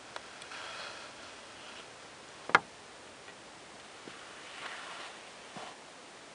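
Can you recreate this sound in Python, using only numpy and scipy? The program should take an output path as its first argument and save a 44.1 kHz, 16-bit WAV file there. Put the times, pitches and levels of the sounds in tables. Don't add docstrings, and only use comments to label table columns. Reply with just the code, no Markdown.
import sys
import numpy as np
from scipy import signal
from scipy.fft import rfft, irfft
from scipy.io import wavfile

SR = 44100
rng = np.random.default_rng(int(sys.argv[2]) if len(sys.argv) > 2 else 0)


def inscribe(sig):
    pcm = np.round(np.clip(np.atleast_2d(sig).T, -1, 1) * 32767)
    wavfile.write(sys.argv[1], SR, pcm.astype(np.int16))


N = 279622

# time_s, level_db
PUSH_FRICTION = [(0.44, -53), (0.506, -55), (0.516, -45), (0.7, -45.9), (0.84, -44.6), (0.92, -48),
                 (1.03, -49.5), (1.15, -56), (1.25, -52), (1.48, -57), (1.79, -51), (1.87, -59),
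                 (1.97, -65), (2.02, -57), (2.18, -63), (2.48, -55)]
PULL_FRICTION = [(3.88, -58), (4.068, -56), (4.1, -52), (4.35, -55), (4.6, -48), (4.664, -40.5),
                 (4.684, -48), (4.735, -44.5), (4.844, -48), (4.95, -46), (5.02, -45.7), (5.12, -52),
                 (5.354, -58), (5.53, -55)]
# freq_hz, gain_db
PUSH_SPECTRUM = [(60, -43), (200, -28), (600, -1), (1170, -2.3), (1800, -0.5), (2200, -1.8), (3000, -1.5),
                 (3700, -8.5), (4900, -3.8), (5800, -5.8), (6600, -11.5), (10000, -14.8)]
PULL_SPECTRUM = [(60, -28), (200, -10.5), (500, -5.0), (1200, 0.0), (2100, -1.6), (3000, -1.9),
                 (4300, -9.3), (5600, -13.7), (10000, -17.4)]
DRAG_SPECTRUM = [(60, -32), (200, -5), (550, -2.5), (950, 3), (1450, -6.5), (2800, -2.7), (4500, -9.5),
                 (10000, -16.5)]
# centre_hz, width_hz, lift_db
PUSH_RESONANCES = [(605, 150, 8.7), (985, 110, 7), (1350, 130, 14.8), (1590, 180, 9.5), (2510, 140, 9),
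                   (3315, 180, 13.6), (4026, 160, 8), (4274, 160, 5.5)]
PULL_RESONANCES = [(595, 75, 8), (743, 100, 9.5), (1093, 120, 8), (1391, 85, 8.5), (1826, 240, 6.8),
                   (2972, 120, 5.5), (3458, 120, 4), (4203, 128, 5.1)]
# time_s, centre_hz
PUSH_BAND = [(.45, 1520), (.52, 2500), (.72, 3300), (.79, 4170), (1.03, 4200), (1.25, 2880), (1.9, 2880),
             (2.2, 1000)]
PULL_BAND = [(4.38, 1300), (4.5, 2860), (4.98, 700)]
# start_s, length_s, level_db, centre_hz, width_hz
DRY_PATCHES = [(.76, .14, -53, 4150, 800), (1.2, .13, -60, 4200, 1600), (1.56, .2, -56.5, 2950, 600),
               (1.74, .1, -53.5, 2950, 900), (4.07, .06, -58, 2600, 2200), (4.46, .13, -58, 3650, 1500),
               (4.99, .1, -56.5, 3850, 1000), (5.25, .045, -56, 2800, 900), (5.568, .04, -49, 900, 450)]

# start_s, level_db, low_hz, soft_hz, settle_s, spot_hz, width_hz, lift_db, ring_db
WOOD_KNOCKS = [(.1623, -19.5, 450, 1200, .0029, 1000, 450, 8, -5),
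               (1.793, -20, 200, 220, .0063, 280, 140, 6, -2),
               (2.4938, -11.8, 150, 650, .004, 520, 130, 4, -1),
               (2.547, -4.4, 110, 4800, .00417, 1300, 420, 8, -.2),
               (3.282, -29.5, 150, 750, .008, 1000, 500, 6, 0),
               (3.736, -25, 130, 200, .005, 185, 70, 13, -2),
               (4.075, -9.5, 150, 190, .0065, 305, 70, 13, -7),
               (4.661, -32, 700, 3000, .004, 2050, 900, 7, 0),
               (5.563, -10.5, 115, 125, .006, 172, 55, 20.5, -7),
               (5.632, -21, 170, 220, .0089, 195, 45, 16, -3)]
# settle_share, gain_db, hardness_ratio
KNOCK_REBOUNDS = [(.46, -5, 1.15), (1, 2.4, .39)]
# freq_hz, gain_db
CRACK_SPECTRUM = [(60, -31), (200, -8.5), (520, 0), (780, -8), (1000, -1.5), (1600, 1.5), (2300, -2.5),
                  (2800, -15), (3200, -10), (4200, -26), (6500, -25.5), (10000, -29)]
CASE_SPECTRUM = [(60, -18), (150, -4), (450, -10), (800, 3.5), (1300, 3), (2000, 5.5), (2700, -12),
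                 (4500, -25), (10000, -31)]
# freq_hz, t60_s
CASE_DECAY = [(100, 0.44), (400, 0.27), (1200, 0.098), (2500, 0.021), (9000, 0.013)]
# pitch_hz, level_db, t60_s
CHEST_MODES = [(106, -35, .18), (164, -30, .16), (242, -30, .12), (290, -31, .12), (415, -20.5, .11),
               (474, -21.5, .08), (623, -25.5, .08), (806, -25.5, .095), (955, -24, .08), (1083, -20, .075),
               (1232, -21, .06), (1390, -18.5, .08), (1630, -22.5, .07), (1950, -21.5, .065),
               (2047, -23, .06), (2280, -20, .034), (2700, -31, .028), (3100, -27, .033), (4480, -46, .025)]
METAL_MODES = [(1560, -6, .03), (1920, -1.5, .065), (2440, 1.5, .023), (2930, 3, .018), (3400, 3, .016),
               (3880, -1, .012), (4258, -2, .02), (5300, -7, .01), (7260, -6, .012), (8650, -1, .013)]
# start_s, level_db, low_hz, soft_hz, first_gap_s
METAL_TAPS = [(.1628, -33.5, 2780, 5500, .0015), (.4205, -36.5, 2700, 4200, .0012),
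              (2.496, -38, 2000, 2300, .003), (3.072, -47, 900, 2500, .004),
              (3.281, -33, 1650, 1600, .0104), (3.799, -43, 1500, 3500, .004),
              (4.661, -44, 1500, 8000, .003)]
# start_s, level_db, pitch_hz, t60_s, other_pitch_hz, other_gain_db
BEAD_TICKS = [(.4193, -34, 8150, .008, 9650, -3), (2.288, -41, 6900, .01, 6000, -6)]

# freq_hz, gain_db
HISS_SPECTRUM = [(15, -42), (25, -17), (42, -13.5), (96, -12.5), (204, -5.5), (320, -2.7), (410, -2),
                 (568, -1.5), (1430, -6.6), (2300, -8.4), (4500, -13.3), (9800, -19.3), (12700, -63),
                 (21600, -120)]
# time_s, level_db
RUMBLE_LEVELS = [(0, -70), (4.2, -71), (4.6, -86), (6.3, -91)]


def drawer_in(gain_db=1.2):
    friction = stroke(PUSH_FRICTION, rise_s=.55, release_s=.04)
    return amp(gain_db) * slide(friction, PUSH_SPECTRUM, PUSH_RESONANCES, PUSH_BAND,
                                band_db=3.3, band_oct=.15, light_db_per_oct=-.6, hard_db_per_oct=-.5)


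def drawer_out(gain_db=1.2):
    friction = stroke(PULL_FRICTION, rise_s=.1, release_s=.04)
    return amp(gain_db) * slide(friction, PULL_SPECTRUM, PULL_RESONANCES, PULL_BAND,
                                band_db=4.2, band_oct=.34, light_db_per_oct=2.3, hard_db_per_oct=-1.7)


def drawer_drag(start_s=5.575, hold_s=.06, level_db=-45.2, band_hz=490):
    friction = stroke([(start_s, level_db), (start_s + hold_s, level_db)], rise_s=.028, release_s=.11)
    return slide(friction, DRAG_SPECTRUM, PULL_RESONANCES, [(start_s, band_hz)],
                 band_db=2, band_oct=.8, light_db_per_oct=-.3, hard_db_per_oct=0)


def stroke(levels, rise_s, release_s):
    t = np.arange(N) / SR
    time_s, level_db = np.transpose(levels)
    power = np.interp(t, [time_s[0] - rise_s, time_s[0], time_s[-1], time_s[-1] + release_s],
                      [0, 1, 1, 0])
    return amp(np.interp(t, time_s, level_db)) * np.sqrt(power)


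def slide(friction, spectrum, resonances, band, band_db, band_oct, light_db_per_oct, hard_db_per_oct,
          slips_per_s=14000, spread_db=1.5, chatter_db=.5, light_ring_share=.5):
    sizes = rng.standard_normal(N) * amp(spread_db * np.minimum(rng.exponential(1, N), 4))
    slips = sizes * (rng.random(N) < slips_per_s / SR)
    hz, t, slip_stft = signal.stft(unit(slips), SR, nperseg=1024)
    effort = np.interp(t, np.arange(N) / SR, friction) / friction.max()
    panel_db = sum(lift_db / (1 + (2 * (hz - centre_hz) / width_hz) ** 2)
                   for centre_hz, width_hz, lift_db in resonances)
    ring_share = light_ring_share + (1 - light_ring_share) * effort
    wood_db = lookup(spectrum, hz)[:, None] + panel_db[:, None] * ring_share
    tilt_db_per_oct = light_db_per_oct + (hard_db_per_oct - light_db_per_oct) * effort
    band_hz = np.interp(t, *np.transpose(band))
    offset_oct = np.log2(np.maximum(hz, 100)[:, None] / band_hz)
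    gain = amp(wood_db + offset_oct * tilt_db_per_oct + band_db * np.exp(-(offset_oct / band_oct) ** 2))
    gain /= np.sqrt(np.mean(gain ** 2, axis=0))
    rub = signal.istft(slip_stft * gain, SR, nperseg=1024)[1][:N]
    uneven_pressure = unit(butterworth(rng.standard_normal(N), "lowpass", cutoff_hz=45))
    return rub * friction * amp(chatter_db * uneven_pressure)


def rasps(slips_per_s=3000):
    out = np.zeros(N)
    for start_s, length_s, level_db, centre_hz, width_hz in DRY_PATCHES:
        slips = rng.standard_normal(N) * (rng.random(N) < slips_per_s / SR)
        scratch = resonance(slips[:round(length_s * SR)], centre_hz, width_hz)
        scratch = resonance(scratch, centre_hz, width_hz)
        swell = np.sin(np.linspace(0, np.pi, len(scratch)))
        add(out, start_s, amp(level_db) * unit(scratch) * swell)
    return out


def knocks(crack_db=-5, modes_db=-3.5, case_db=3.6, crunch_db=-20, rebound_low_hz=480):
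    out = np.zeros(N)
    crack = disperse(amp(crack_db) * click(CRACK_SPECTRUM))
    modes = disperse(amp(modes_db) * ring(CHEST_MODES))
    for start_s, level_db, low_hz, soft_hz, settle_s, spot_hz, width_hz, lift_db, ring_db in WOOD_KNOCKS:
        spot = crack + (amp(lift_db) - 1) * resonance(crack, spot_hz, width_hz)
        for settle_share, gain_db, hardness in [(0, 0, 1), *KNOCK_REBOUNDS]:
            chest = modes + amp(case_db) * case_ring()
            blow = spot + amp(ring_db) * chest + amp(crunch_db) * crunch()
            lowest_hz = max(low_hz, rebound_low_hz) if settle_share else low_hz
            touch = contact(blow, lowest_hz, hardness * soft_hz)
            add(out, start_s + settle_share * settle_s, amp(level_db + gain_db) * touch)
    return out


def disperse(x, lag_at_1khz_s=.000589):
    hz = np.fft.rfftfreq(len(x), 1 / SR)
    phase_rad = -4 * np.pi * lag_at_1khz_s * np.sqrt(hz * 1000)
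    return irfft(rfft(x) * np.exp(1j * phase_rad), len(x))


def case_ring(build_s=.001, size=8192):
    hz, t, noise_stft = signal.stft(rng.choice([-1., 1.], size), SR, nperseg=256)
    gain_db = lookup(CASE_SPECTRUM, hz)[:, None] - 60 * t / lookup(CASE_DECAY, hz)[:, None]
    tail = signal.istft(noise_stft * amp(gain_db), SR, nperseg=256)[1][:size]
    onset = 1 - np.exp(-np.arange(size) / SR / build_s)
    return onset * tail / np.linalg.norm(tail)


def crunch(t60_s=.046, size=8192):
    grit = rng.standard_normal(size) * amp(-60 * np.arange(size) / SR / t60_s)
    return contact(grit, low_hz=1500, soft_hz=5500)


def metal_pulls(gain_db=-5, bounces=3, bounce_db=-4, gap_ratio=.7):
    out = np.zeros(N)
    for start_s, level_db, low_hz, soft_hz, first_gap_s in METAL_TAPS:
        tap = contact(ring(METAL_MODES), low_hz, soft_hz)
        for bounce in range(bounces):
            add(out, start_s, amp(level_db + gain_db + bounce * bounce_db) * tap)
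            start_s += first_gap_s * gap_ratio ** bounce
    return out


def beads(attack_s=.0003):
    out = np.zeros(N)
    for start_s, level_db, pitch_hz, t60_s, other_pitch_hz, other_gain_db in BEAD_TICKS:
        tick = ring([(pitch_hz, level_db, t60_s), (other_pitch_hz, level_db + other_gain_db, t60_s)])
        onset = 1 - np.exp(-np.arange(len(tick)) / SR / attack_s)
        add(out, start_s, onset * tick)
    return out


def room(hiss_db=-51.5):
    rumble = noise([(25, -29), (54, 2), (75, -3), (120, 5.5), (220, -23), (1000, -68)])
    rumble_db = np.interp(np.arange(N) / SR, *np.transpose(RUMBLE_LEVELS))
    return amp(hiss_db) * noise(HISS_SPECTRUM) + amp(rumble_db) * rumble


def contact(x, low_hz, soft_hz):
    return butterworth(butterworth(x, "highpass", low_hz, order=3), "lowpass", soft_hz)


def ring(modes, size=8192):
    t = np.arange(size) / SR
    return sum(amp(level_db - 60 * t / t60_s) * np.cos(2 * np.pi * pitch_hz * t)
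               for pitch_hz, level_db, t60_s in modes)


def click(spectrum, size=8192):
    log_gain = np.log(amp(lookup(spectrum, abs(np.fft.fftfreq(size, 1 / SR)))))
    pulse = np.fft.ifft(np.exp(np.conj(signal.hilbert(log_gain)))).real
    return pulse / abs(pulse).max()


def noise(spectrum):
    gain = amp(lookup(spectrum, np.fft.rfftfreq(N, 1 / SR)))
    return unit(irfft(rfft(rng.standard_normal(N)) * gain, N))


def resonance(x, centre_hz, width_hz):
    return signal.lfilter(*signal.iirpeak(centre_hz, centre_hz / width_hz, fs=SR), x)


def butterworth(x, kind, cutoff_hz, order=2):
    return signal.sosfilt(signal.butter(order, cutoff_hz, kind, fs=SR, output="sos"), x)


def lookup(table, hz):
    freq_hz, value = np.transpose(table)
    return np.interp(np.log(hz + 1), np.log(freq_hz + 1), value)


def amp(db):
    return 10 ** (np.asarray(db) / 20)


def unit(x):
    return x / np.sqrt(np.mean(x ** 2) + 1e-20)


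def add(mix, start_s, sound):
    part = mix[round(start_s * SR):][:len(sound)]
    part += sound[:len(part)]


def scene():
    rubbing = drawer_in() + drawer_out() + drawer_drag() + rasps()
    return (rubbing + knocks() + metal_pulls() + beads() + room())[None]


def record(dry):
    saturation, low_cut_hz, high_cut_hz = .62, 48, 10080
    squashed = saturation * np.tanh(dry / saturation)
    thinned = butterworth(squashed, "highpass", low_cut_hz)
    steep_lowpass = signal.firwin(801, high_cut_hz, window=("kaiser", 9), fs=SR)
    return signal.oaconvolve(thinned, steep_lowpass[None], "same")


dry = scene()
out = record(dry)
inscribe(out)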